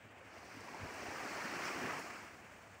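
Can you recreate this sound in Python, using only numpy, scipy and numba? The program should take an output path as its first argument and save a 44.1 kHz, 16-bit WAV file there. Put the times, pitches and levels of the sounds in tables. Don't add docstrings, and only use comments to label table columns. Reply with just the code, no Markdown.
import sys
import numpy as np
from scipy import signal
from scipy.fft import rfft, irfft, next_fast_len
from scipy.io import wavfile
from numba import njit

SR = 44100
rng = np.random.default_rng(int(sys.argv[2]) if len(sys.argv) > 2 else 0)


def wav_out(sig):
    wavfile.write(sys.argv[1], SR, np.round(np.clip(np.atleast_2d(sig).T, -1, 1) * 32767).astype(np.int16))


N = 123479

# t/s, level/dB
CHURN_ENVELOPE = [(0, -70.5), (.35, -69.5), (.57, -58.5), (.85, -57.5), (1.3, -52.5), (1.72, -51.5),
                  (1.83, -45.5), (2.0, -53), (2.15, -60), (2.55, -68.5), (2.8, -74)]
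WASH_ENVELOPE = [(0, -70), (0.28, -62.5), (0.65, -59), (0.87, -53.5), (1.0, -52.5), (1.3, -49.8),
                 (1.7, -50.5), (1.93, -49.5), (2.1, -57), (2.35, -63.5), (2.8, -64)]
FOAM_ENVELOPE = [(0, -91), (0.18, -82), (0.35, -68.5), (0.52, -65), (0.85, -63), (1.08, -59), (1.52, -55),
                 (1.6, -56.0), (1.66, -54), (1.76, -56.5), (2.0, -58.5), (2.45, -73.5), (2.8, -75.5)]
SPRAY_ENVELOPE = [(0, -89), (0.18, -78), (0.42, -71.5), (0.8, -66.5), (0.97, -62.5), (1.35, -59),
                  (1.58, -59), (1.66, -56.5), (1.8, -59), (1.94, -59), (2.0, -59), (2.4, -71), (2.8, -72)]
SPLASH_ENVELOPE = [(0, -64), (0.4, -57.5), (0.72, -53.5), (0.9, -50.5), (1.46, -45), (1.57, -45),
                   (1.68, -42), (1.78, -45.5), (1.9, -43.5), (2.0, -47.5), (2.1, -50), (2.4, -59),
                   (2.8, -63)]
# f/Hz, relative level/dB
SURF_SPECTRUM = [(25, -34), (45, -8.5), (70, 5), (130, -1), (220, 4), (380, -6), (600, 2), (1150, -14),
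                 (1700, -4.5), (2500, -6), (3700, -18.5), (5200, -23.5), (8000, -20.5), (10000, -36),
                 (13800, -34), (15200, -26)]
CRACKLE_SPECTRUM = [(3000, -12), (5000, -3), (9000, 5), (11000, -14), (15000, -5)]
CHURN_SPECTRUM = [(40, -56), (80, -5), (140, -3), (200, -0.5), (290, 4), (400, 2.5), (550, -5), (1000, -19)]
WASH_SPECTRUM = [(250, -22), (400, -1.5), (520, -2), (750, 1.5), (950, -0.5), (1200, -11), (2000, -48)]
FOAM_SPECTRUM = [(2500, -20), (3600, -6.5), (4400, 1.5), (5500, 2.5), (6200, -1), (7200, -22.5),
                 (10000, -24.5)]
SPRAY_SPECTRUM = [(4500, -25), (6000, -2), (6700, 2.5), (7600, 0), (8400, -1), (9200, -7), (10500, -11),
                  (11600, -11.5), (14000, -22), (15000, -3), (15800, -10)]
SPLASH_SPECTRUM = [(600, -27), (900, -6.5), (1100, -1), (1700, -1), (2350, -3.5), (2800, -8), (3500, -19.5),
                   (5000, -36)]
# onset t/s, centre f/Hz, level/dB, decay time/s
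DROPLET_SPURTS = [(0.939, 8200, -51, 0.004), (1.02, 5350, -63, 0.057), (1.652, 5440, -49.5, .035),
                  (1.989, 11000, -59, 0.0099), (1.992, 6760, -56, 0.009)]
# onset t/s, starting f/Hz, level/dB, decay time/cycles
AIR_POCKETS = [(0.05, 104, -53, 1.5), (0.091, 4400, -65, 14), (0.209, 506, -54, 10.4),
               (0.569, 262, -42.5, 1.9), (0.684, 945, -42, 4.5), (0.745, 850, -39, 3.8),
               (0.747, 293, -48, 3.5), (0.846, 246, -43.5, 2.2), (0.856, 635, -40, 3),
               (1.025, 594, -44, 5.2), (1.074, 75, -47, 1.3), (1.083, 283, -36.5, 1.35),
               (1.108, 750, -45, 10), (1.25, 304, -48.5, 5.2), (1.475, 1510, -41, 7),
               (1.814, 220, -44, 1.8), (1.836, 115, -43.5, 2.3), (1.881, 1080, -36, 4.3),
               (1.909, 1120, -35, 3.7)]


def undb(db):
    return 10 ** (np.asarray(db) / 20)


def unit(x):
    return x / np.sqrt(np.mean(x ** 2))


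def envelope(rows):
    times, db = np.array(rows).T
    return undb(np.interp(np.arange(N) / SR, times, db))


def colour(x, spectrum):
    hz, db = np.array(spectrum).T
    padded = 2 * next_fast_len(N)
    f = np.maximum(np.fft.rfftfreq(padded, 1 / SR), 1)
    gain = undb(np.interp(np.log(f), np.log(hz), db))
    return unit(irfft(rfft(x, padded) * gain)[:N])


def flicker(rate_hz):
    ratio = np.fft.rfftfreq(N, 1 / SR) / rate_hz
    return unit(irfft(rfft(rng.standard_normal(N)) * ratio / (1 + ratio ** 4), N))


def noise_band(hz, width_hz):
    detuning = 2 * (np.fft.rfftfreq(N, 1 / SR) - hz) / width_hz
    return unit(irfft(rfft(rng.standard_normal(N)) / (1 + detuning ** 2), N))


@njit
def ring(start_fraction, hz, cycles, size, rise):
    out = np.zeros(N)
    for k in range(len(hz)):
        decay_samples = cycles[k] * SR / hz[k]
        first = int(start_fraction[k] * N)
        for i in range(min(int(5 * decay_samples), N - first)):
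            age = i / decay_samples
            phase = 2 * np.pi * cycles[k] * age * (1 + rise * age / 2)
            out[first + i] += size[k] * np.exp(-age) * np.sin(phase)
    return out


def bubbles(low_hz, high_hz, cycles, spread_db, rise, count):
    start_fraction, pitch, persistence, chance = rng.random((count, 4)).T
    hz = low_hz + (high_hz - low_hz) * pitch
    decay_cycles = max(cycles, .5) * (.5 + persistence)
    strength = undb(-spread_db * np.log(chance + 1 / 200))
    size = strength * np.sqrt(hz / decay_cycles)
    return unit(ring(start_fraction, hz, decay_cycles, size, float(rise)))


def background():
    surf = colour(rng.standard_normal(N), SURF_SPECTRUM) * undb(-62.5 - 2.5 * flicker(11))
    rumble = undb(-69.5 - 1.2 * flicker(41)) * noise_band(hz=100, width_hz=22)
    return surf + rumble


def crackle():
    peak_s, spread_s, level_db = 0.62, .17, -72.5
    clicks = bubbles(low_hz=4000, high_hz=14000, cycles=1.2, spread_db=4.0, rise=.01, count=1200)
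    t = np.arange(N) / SR - peak_s
    return colour(clicks, CRACKLE_SPECTRUM) * undb(level_db) * np.exp(-(t / spread_s) ** 2 / 2)


def spray():
    ticks = bubbles(low_hz=4760, high_hz=16600, cycles=5.7, spread_db=4.5, rise=0.011, count=5000)
    mist = ticks + undb(13.0) * rng.standard_normal(N)
    return colour(mist, SPRAY_SPECTRUM) * envelope(SPRAY_ENVELOPE) * undb(-1.35 + .5 * flicker(25))


def spurts():
    attack_s = .001
    out = np.zeros(N)
    for onset_s, hz, db, decay_s in DROPLET_SPURTS:
        t = np.clip(np.arange(N) / SR - onset_s, 0, None)
        burst = (1 - np.exp(-t / attack_s)) * np.exp(-t / decay_s)
        out += undb(db) * burst * noise_band(hz, width_hz=1700)
    return out


def foam():
    fizz = bubbles(low_hz=2818, high_hz=7440, cycles=18, spread_db=3.0, rise=0.0069, count=4000)
    water = fizz + undb(9.5) * rng.standard_normal(N)
    return colour(water, FOAM_SPECTRUM) * envelope(FOAM_ENVELOPE) * undb(-0.4 + 0.19 * flicker(18))


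def plops():
    rise, attack_cycles = 0.078, 0.33
    out = np.zeros(N)
    for onset_s, hz, db, decay_cycles in AIR_POCKETS:
        periods = np.clip(np.arange(N) / SR - onset_s, 0, None) * hz
        age = periods / decay_cycles
        attack = 1 - np.exp(-periods / attack_cycles)
        phase = 2 * np.pi * periods * (1 + rise * age / 2)
        out += undb(db) * attack * np.exp(-age) * np.sin(phase)
    return out


def fold():
    peak_s, attack_s, decay_s, slosh_s = .835, 0.0052, 0.0068, 0.023
    thump_hz, rise_hz_per_s = 95, 450
    t = np.arange(N) / SR - peak_s
    pulse = np.exp(-np.maximum(-t / attack_s, t / decay_s))
    phase = 2 * np.pi * (thump_hz * t + rise_hz_per_s * t ** 2 / 2)
    thump = undb(-36.5) * pulse * np.sin(phase)
    slosh = undb(-52.5) * np.exp(-(t / slosh_s) ** 2 / 2) * noise_band(hz=129, width_hz=160)
    return thump + slosh


def churn():
    cloud = bubbles(low_hz=131.7, high_hz=692, cycles=3.5, spread_db=2.5, rise=0.036, count=2500)
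    water = cloud + undb(-1.5) * rng.standard_normal(N)
    return colour(water, CHURN_SPECTRUM) * envelope(CHURN_ENVELOPE) * undb(-0.23 + 0.57 * flicker(33))


def wash():
    cloud = bubbles(low_hz=380, high_hz=1300, cycles=5, spread_db=1.8, rise=.05, count=4000)
    water = cloud + rng.standard_normal(N)
    return colour(water, WASH_SPECTRUM) * envelope(WASH_ENVELOPE) * undb(0.2 + 0.1 * flicker(11))


def splash():
    cloud = bubbles(low_hz=902, high_hz=3630, cycles=17.4, spread_db=2.0, rise=0.011, count=7000)
    slaps = bubbles(low_hz=847, high_hz=3700, cycles=0.91, spread_db=1.5, rise=0.023, count=6000)
    water = cloud + undb(-1.5) * slaps + undb(-11.5) * rng.standard_normal(N)
    return colour(water, SPLASH_SPECTRUM) * envelope(SPLASH_ENVELOPE) * undb(-0.59 + 0.6 * flicker(4.7))


def scene():
    wave = churn() + wash() + splash() + foam() + spray()
    shore = wave + crackle() + plops() + spurts() + fold() + background()
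    return np.array([shore, shore])


def record(dry):
    low_cut_hz, high_cut_hz = 32, 15720
    high_pass = signal.butter(2, low_cut_hz, "high", fs=SR, output="sos")
    low_pass = signal.ellip(12, .2, 80, high_cut_hz, fs=SR, output="sos")
    return signal.sosfilt(low_pass, signal.sosfilt(high_pass, dry))


dry = scene()
out = record(dry)
wav_out(out)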